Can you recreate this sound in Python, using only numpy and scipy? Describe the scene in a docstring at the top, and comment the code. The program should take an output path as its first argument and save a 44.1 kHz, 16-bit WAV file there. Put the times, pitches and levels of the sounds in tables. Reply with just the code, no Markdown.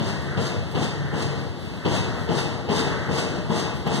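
"""A bare, quiet room where someone weaves by hand at an upright carpet loom.
About two and a half times a second, with one pause, the hand plucks the warp (the tight upright threads)
with a soft thud that knocks the frame, then rakes across it in a swelling swish; the warp hums on.
Between strokes, yarn rubs and slides and fingers rustle.
Two close microphones hear it all, and their stereo sound is widened."""
import sys
import numpy as np
from scipy import signal
from scipy.fft import rfft, irfft
from scipy.io import wavfile

SR = 44100
rng = np.random.default_rng(int(sys.argv[2]) if len(sys.argv) > 2 else 0)


def int16_out(signal):
    """Quantize to a 16-bit WAV file."""
    q = np.round(np.clip(np.atleast_2d(signal).T, -1, 1) * 32767)
    wavfile.write(sys.argv[1], SR, q.astype(np.int16))


N = 176400
LEAD = 8820  # extra samples before time zero, so a stroke can already be sounding
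TIME = (np.arange(N + LEAD) - LEAD) / SR
FREQ = np.fft.rfftfreq(len(TIME), 1 / SR)

# Hand strokes: t/s, thud level/dB, hum level/dB, hum tilt/dB per octave, swish level/dB,
# swish peak delay/s, swish rise/s, fingertip catch level/dB
STROKES = [(-0.02, -27, -22.5, -5.5, -30.5, 0.11, 0.026, -32.5),
           (0.366, -28.5, -22.5, -6, -32.5, 0.11, 0.14, -35.5),
           (0.743, -25, -21.5, -11, -27.5, 0.089, 0.015, -33.5),
           (1.125, -27.5, -21.5, -3.5, -30.5, 0.1, 0.037, -54),
           (1.845, -23, -22.5, -10, -27, 0.12, 0.037, -32),
           (2.283, -25, -22.5, -1, -26.5, 0.11, 0.025, -35.5), (2.683, -24, -24, 0, -25, 0.11, 0.04, -32.5),
           (3.085, -28, -22, -1, -26, 0.11, 0.036, -64), (3.488, -26, -24.5, 0, -27.5, 0.11, 0.047, -56),
           (3.854, -23.5, -26, 0.5, -26.5, .1, 0.019, -39)]


def thuds(attack_s=0.016, decay_s=0.11):
    """Fingers grip a bunch of threads and let it snap free; each pluck stirs the room differently."""
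    # Tone of the thud: f/Hz, level/dB
    spectrum = [(30, -40), (60, -12), (110, -8), (185, 1), (270, -1), (440, 0), (600, -4), (900, -3.5),
                (1500, -16), (3200, -16), (5000, -34.5), (8000, -45), (15000, -51)]
    snaps = colour(thread_clicks(per_second=2000), spectrum)
    out = 0
    for start, db, *_ in STROKES:
        grip = undb(-10) * hump(start, half_s=0.0073)  # a brush just before the pull
        pluck = burst(start, attack_s, decay_s)
        out = out + undb(db) * room((grip + pluck) * snaps, wet_db=-5)
    return out


def frame_knocks(rise_s=0.0043, overtone_ratio=2.225, rebound_s=0.01946, rebound_db=-3):
    """The tugged warp jolts the frame with a short, low knock and a rebound."""
    # Knocks: t/s, level/dB, overtone relative to the low note/dB, f/Hz
    knocks = [(0.009, -21, -15, 143), (0.377, -18, -18, 167), (0.750, -18.5, -2.5, 163),
              (0.821, -22, -8, 171), (1.15, -23, -17, 142), (1.856, -16.5, -1.5, 165.4),
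              (1.913, -18.5, -13, 145), (2.292, -17.5, -7, 163), (2.346, -22, -5, 171),
              (2.696, -14.5, -3.5, 177), (2.768, -22, -7, 162), (3.092, -14.5, -8.5, 158),
              (3.497, -16.5, -9, 175), (3.866, -18.5, -11.5, 170)]
    out = np.zeros((2, len(TIME)))
    t = np.arange(SR // 10) / SR
    swell = t / rise_s * np.exp(1 - t / rise_s)
    for start, db, overtone_db, hz in knocks:
        for delay, drop_db in ((0, 0), (rebound_s, rebound_db)):
            low_phase, high_phase = 2 * np.pi * rng.random((2, 2, 1))
            angle = 2 * np.pi * hz * t
            overtone = undb(overtone_db) * np.sin(overtone_ratio * angle + high_phase)
            at = int((start + delay) * SR) + LEAD
            out[:, at:at + len(t)] += undb(db + drop_db) * swell * (np.sin(angle + low_phase) + overtone)
    return room(out, wet_db=-6)


def fingertip_catches(delay_s=0.0039, attack_s=0.0046, decay_s=0.033):
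    """Fingertips catch on the threads with a short rasp as each stroke begins."""
    # Tone of the rasp: f/Hz, level/dB
    spectrum = [(500, -25), (1500, -17), (2900, 7), (3600, -1.5), (4500, -3), (7000, -21), (15000, -45)]
    catch = sum(undb(db) * burst(start + delay_s, attack_s, decay_s) for start, *_, db in STROKES)
    return room(colour(catch * thread_clicks(per_second=3000), spectrum), wet_db=-5)


def warp_hum(threads=4, detune=0.02004, attack_s=0.0044, pivot_hz=180):
    """Each stroke sets groups of slightly out-of-tune threads ringing."""
    # Natural notes of the warp and frame: f/Hz, level/dB, time to fade by 60 dB/s
    notes = [(76, -24, 0.6), (100.6, -8, 1.3), (122.2, -7, 0.61), (142.1, -1, 1.63), (160, -13.5, 1.3),
             (172, -1.5, 0.33), (220.4, -0.5, 0.5), (348.5, -10.5, 2.8), (455, 0, 1.26), (628, -10, 1.4),
             (837, -5.5, 1.73), (1435, -28, 0.59)]
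    t = np.arange(SR) / SR
    out = np.zeros((2, len(TIME) + SR))
    strength = np.sqrt(threads * sum(undb(db) ** 2 for _, db, _ in notes) / 2)
    for start, _, hum_db, tilt_db, *_ in STROKES:
        ring = 0
        for hz, db, fade_s in notes:
            pitch = hz * (1 + detune * rng.standard_normal((2, threads, 1)))
            cycles = pitch * t + rng.random((2, threads, 1))
            gain = undb(db + tilt_db * np.log2(hz / pivot_hz))
            ring = ring + gain * undb(-60 * t / fade_s) * np.sin(2 * np.pi * cycles).sum(axis=1)
        at = max(int(start * SR) + LEAD, 0)
        out[:, at:at + SR] += undb(hum_db) * ring * (1 - np.exp(-t / attack_s)) / strength
    return out[:, :len(TIME)]


def swishes(onset_s=0.044, fall_s=0.023, drag_s=0.069, bright_db=2, bright_hz=7000):
    """The hand rakes the warp, faster and brighter until it leaves the threads; single fibres crackle."""
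    # Tone of the swish: f/Hz, level/dB
    swish_spectrum = [(40, -28), (120, 1), (220, -0.5), (500, -4.5), (1000, -6.5), (2000, -11), (3500, -11),
                      (6000, -17.5), (8500, -24), (11000, -31), (13000, -45), (15000, -48)]
    # Narrow resonances of the raked threads: f/Hz, width/Hz, level/dB
    resonances = [(3150, 36, 0), (3320, 31, -5), (6400, 90, -0.5), (6270, 38, 5)]
    # Tone of the crackle: f/Hz, level/dB
    fibre_spectrum = [(3000, -30), (7000, -4), (11000, 0), (13000, -7), (15000, -10)]
    crest = drag = 0
    for start, *_, db, peak_s, rise_s, _ in STROKES:
        past_peak = TIME - start - peak_s
        touch = undb(db) * np.clip((TIME - start) / onset_s, 0, 1)
        crest = crest + touch * np.exp(-np.abs(past_peak) / np.where(past_peak < 0, rise_s, fall_s))
        drag = drag + touch * 0.39 * np.exp(-np.maximum(past_peak, 0) / drag_s)
    slips = thread_clicks(per_second=3000)
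    treble = undb(bright_db * FREQ ** 2 / (FREQ ** 2 + bright_hz ** 2))
    raking = treble * rfft(crest * slips) + rfft(drag * slips)
    rasp = irfft(raking * resonance_gain(resonances), len(TIME))
    crackle = undb(-26) * colour(crest * thread_clicks(per_second=260), fibre_spectrum)
    return room(colour(rasp, swish_spectrum), wet_db=-1) + room(crackle, wet_db=-12)


def yarn_rubs():
    """Yarn rubs with a soft, low scuff between strokes."""
    # Rubs: middle t/s, half length/s, level/dB
    rubs = [(0.246, 0.25, -36.5), (0.528, 0.048, -34), (0.834, 0.02, -35), (1.285, 0.11, -33.5),
            (2.094, 0.21, -33), (2.504, 0.17, -34), (2.887, 0.064, -28), (3.032, 0.061, -32),
            (3.3, 0.13, -32), (3.665, 0.049, -30)]
    # Tone of the rubbing: f/Hz, level/dB
    spectrum = [(50, -37), (150, 4.5), (450, 3), (800, -3), (1600, -7), (2300, -11.5), (4000, -19),
                (7000, -28), (15000, -50)]
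    return friction(rubs, spectrum, per_second=1400, wet_db=0.5)


def yarn_slides():
    """Yarn hisses as it slides through the warp."""
    # Slides: middle t/s, half length/s, level/dB
    slides = [(0.12, 0.14, -42.5), (0.31, 0.073, -38), (1.06, 0.17, -39.5), (1.83, 0.048, -40.5),
              (2.18, 0.15, -40.5), (2.96, 0.17, -35.5)]
    # Tone of the sliding: f/Hz, level/dB
    spectrum = [(500, -40), (1100, -7.5), (1500, -1.5), (1900, -1.5), (2400, -16), (3500, -40), (7000, -34),
                (15000, -55)]
    return friction(slides, spectrum, per_second=1500, wet_db=-1)


def finger_rustles():
    """Fingers pick at the warp with a light rustle."""
    # Rustles: middle t/s, half length/s, level/dB
    rustles = [(0.22, 0.034, -47), (0.71, 0.02, -42), (1.33, 0.048, -54), (1.64, 0.073, -48),
               (1.77, 0.05, -51), (2.2, 0.055, -47.5), (3.76, 0.025, -43.5)]
    # Tone of the picking: f/Hz, level/dB
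    spectrum = [(300, -25), (1000, -12), (1700, 4), (3800, 1.5), (5500, -13), (9000, -10), (12000, -14),
                (15000, -20)]
    return friction(rustles, spectrum, per_second=500, wet_db=4.5)


def ticks(decay_s=0.0013):
    """Tiny bright ticks, too close to the microphones to stir the room."""
    # Ticks: t/s, level/dB
    events = [(3.873, -37), (3.877, -37)]
    loudness = sum(undb(db) * burst(start, decay_s / 2, decay_s) for start, db in events)
    return loudness * rng.standard_normal((2, len(TIME)))


def room_tone(level_db=-31, points=40):
    """The low, gently wavering background of the workroom."""
    # Tone of the background: f/Hz, level/dB
    spectrum = [(25, -23), (50, -17.5), (75, 2), (110, 4.5), (150, 0.5), (250, -6.5), (450, -10.5),
                (1000, -17.5), (2000, -23), (4000, -26), (6000, -35.5), (8000, -42), (11000, -44.5),
                (15000, -62)]
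    waver_db = np.interp(TIME, np.linspace(TIME[0], TIME[-1], points), rng.standard_normal(points))
    return undb(level_db + waver_db) * colour(rng.standard_normal((2, len(TIME))), spectrum)


def room(x, wet_db, build_s=0.00047):
    """Add the room's echo, whose treble dies first; wet_db is its level against the direct sound."""
    # Length of the echo: f/Hz, time to fade by 60 dB/s
    fade_times = [(100, 1), (500, 0.99), (2000, 1), (5000, 0.76), (12000, 0.45)]
    hz, t, noise = signal.stft(rng.standard_normal((2, SR)), SR, nperseg=256)
    fade_s = look_up(hz, fade_times)[:, None]
    tail = signal.istft(noise * undb(-60 * t / fade_s), SR)[1]
    tail *= np.clip(np.arange(tail.shape[1]) / SR / build_s, 0, 1)
    tail *= undb(wet_db) / np.sqrt(np.sum(tail ** 2, axis=1, keepdims=True))
    echo = signal.fftconvolve(x, tail, axes=1)[:, :len(TIME)]
    return (x + echo) / np.sqrt(1 + undb(wet_db) ** 2)


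def friction(moves, spectrum, per_second, wet_db):
    """Many tiny slips blend into a brushing sound that swells and fades with each move."""
    pull = sum(undb(db) * hump(middle, half_s) for middle, half_s, db in moves)
    return room(colour(pull * thread_clicks(per_second), spectrum), wet_db)


def thread_clicks(per_second, spread_db=3):
    """Threads slip one by one: random clicks of uneven size in two channels, with average power 1."""
    shape = (2, len(TIME))
    slips = rng.random(shape) < per_second / SR
    clicks = slips * np.sign(rng.standard_normal(shape))
    clicks *= undb(spread_db * rng.standard_normal(shape))
    return clicks / clicks.std()


def burst(start, attack_s, decay_s):
    """A loudness curve that rises in a straight line, then dies away."""
    age = TIME - start
    return np.clip(age / attack_s, 0, 1) * np.exp(-np.maximum(age - attack_s, 0) / decay_s)


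def hump(middle, half_s):
    """A smooth, bell-shaped loudness curve."""
    return np.exp(-((TIME - middle) / half_s) ** 2)


def colour(x, spectrum):
    """Give a sound its tone; white noise keeps its overall power."""
    gain = undb(look_up(FREQ, spectrum))
    return irfft(rfft(x) * gain / np.sqrt(np.mean(gain ** 2)), len(TIME))


def resonance_gain(table):
    """Gain at each frequency for a few narrow peaks and dips."""
    return undb(sum(db * np.exp(-((FREQ - hz) / width) ** 2) for hz, width, db in table))


def look_up(hz, table, column=1):
    """Read between a table's rows, giving every octave equal space."""
    rows = np.array(table, float)
    return np.interp(np.log(np.maximum(hz, 1)), np.log(rows[:, 0]), rows[:, column])


def undb(db):
    """Turn decibels into a multiplier."""
    return 10 ** (np.asarray(db) / 20)


def scene():
    """Loom and room in two channels that share their timing but each have their own noise."""
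    strokes = thuds() + frame_knocks() + fingertip_catches() + warp_hum() + swishes()
    return (strokes + yarn_rubs() + yarn_slides() + finger_rustles() + ticks() + room_tone())[:, LEAD:]


def record(dry, notch_shape=1.3, top_hz=15500):
    """The microphones colour the sound; the stereo is widened and the highest treble is cut."""
    # Resonances of the microphone openings: f/Hz, width/Hz, level/dB
    ports = [(1890, 84, 2), (2442, 113, -18), (2600, 28, 11), (4736, 110, 8), (7740, 290, 6)]
    # Notches where side (left minus right) and mid (their sum) cancel by turns: f/Hz, leak level/dB
    notches = [(1250, -25), (2425, -90), (3700, -8), (5000, -8.5), (6300, -2.5), (7600, -15), (8920, -42),
               (9980, -42), (11250, -30), (12500, -18), (13800, 2), (15200, -11)]
    # Stereo spread: f/Hz, side level/dB, likeness of side and mid/0-1, side phase lead/rad
    image = [(45, -17, 0.9, 2.1), (115, -14.5, 0.87, 1.13), (185, -16.5, 0.92, 0.86),
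             (277, -13, 0.78, 0.84), (450, -9.5, 1, 0.79), (785, -2, 0.62, 0.65), (1310, 3.5, 0.3, 1.3),
             (2060, -2.5, 0.06, -0.077), (3170, 1.5, .45, -1.6), (4320, -4, 0, -1.5), (4600, 3, 0.27, 1.2),
             (5570, -2, 0.7, -1.4), (6660, -1, 0.5, 1.1), (8900, -8, 0.65, -1.6), (9700, 7.5, 0, 1),
             (12500, -3, 0.5, 0.14)]
    mid, unrelated = rfft(dry, len(TIME)) * resonance_gain(ports)
    angle = np.pi / 2 * np.interp(FREQ, [0] + [hz for hz, _ in notches], np.arange(len(notches) + 1))
    leak = undb(look_up(FREQ, notches))
    side_gain = np.hypot(np.abs(np.cos(angle)) ** notch_shape, leak)
    mid_gain = np.hypot(np.abs(np.sin(angle)) ** notch_shape, leak)
    width = side_gain / mid_gain * undb(look_up(FREQ, image))
    alike = np.clip(look_up(FREQ, image, column=2), 0, 1)
    phase_lead = np.exp(1j * look_up(FREQ, image, column=3))
    side = width * (alike * phase_lead * mid + np.sqrt(1 - alike ** 2) * unrelated)
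    pair = irfft(np.array([mid + side, mid - side]) / np.hypot(1, width), len(TIME))[:, :N]
    return signal.sosfilt(signal.ellip(10, .2, 80, top_hz, fs=SR, output="sos"), pair)


dry = scene()
out = record(dry)
int16_out(out)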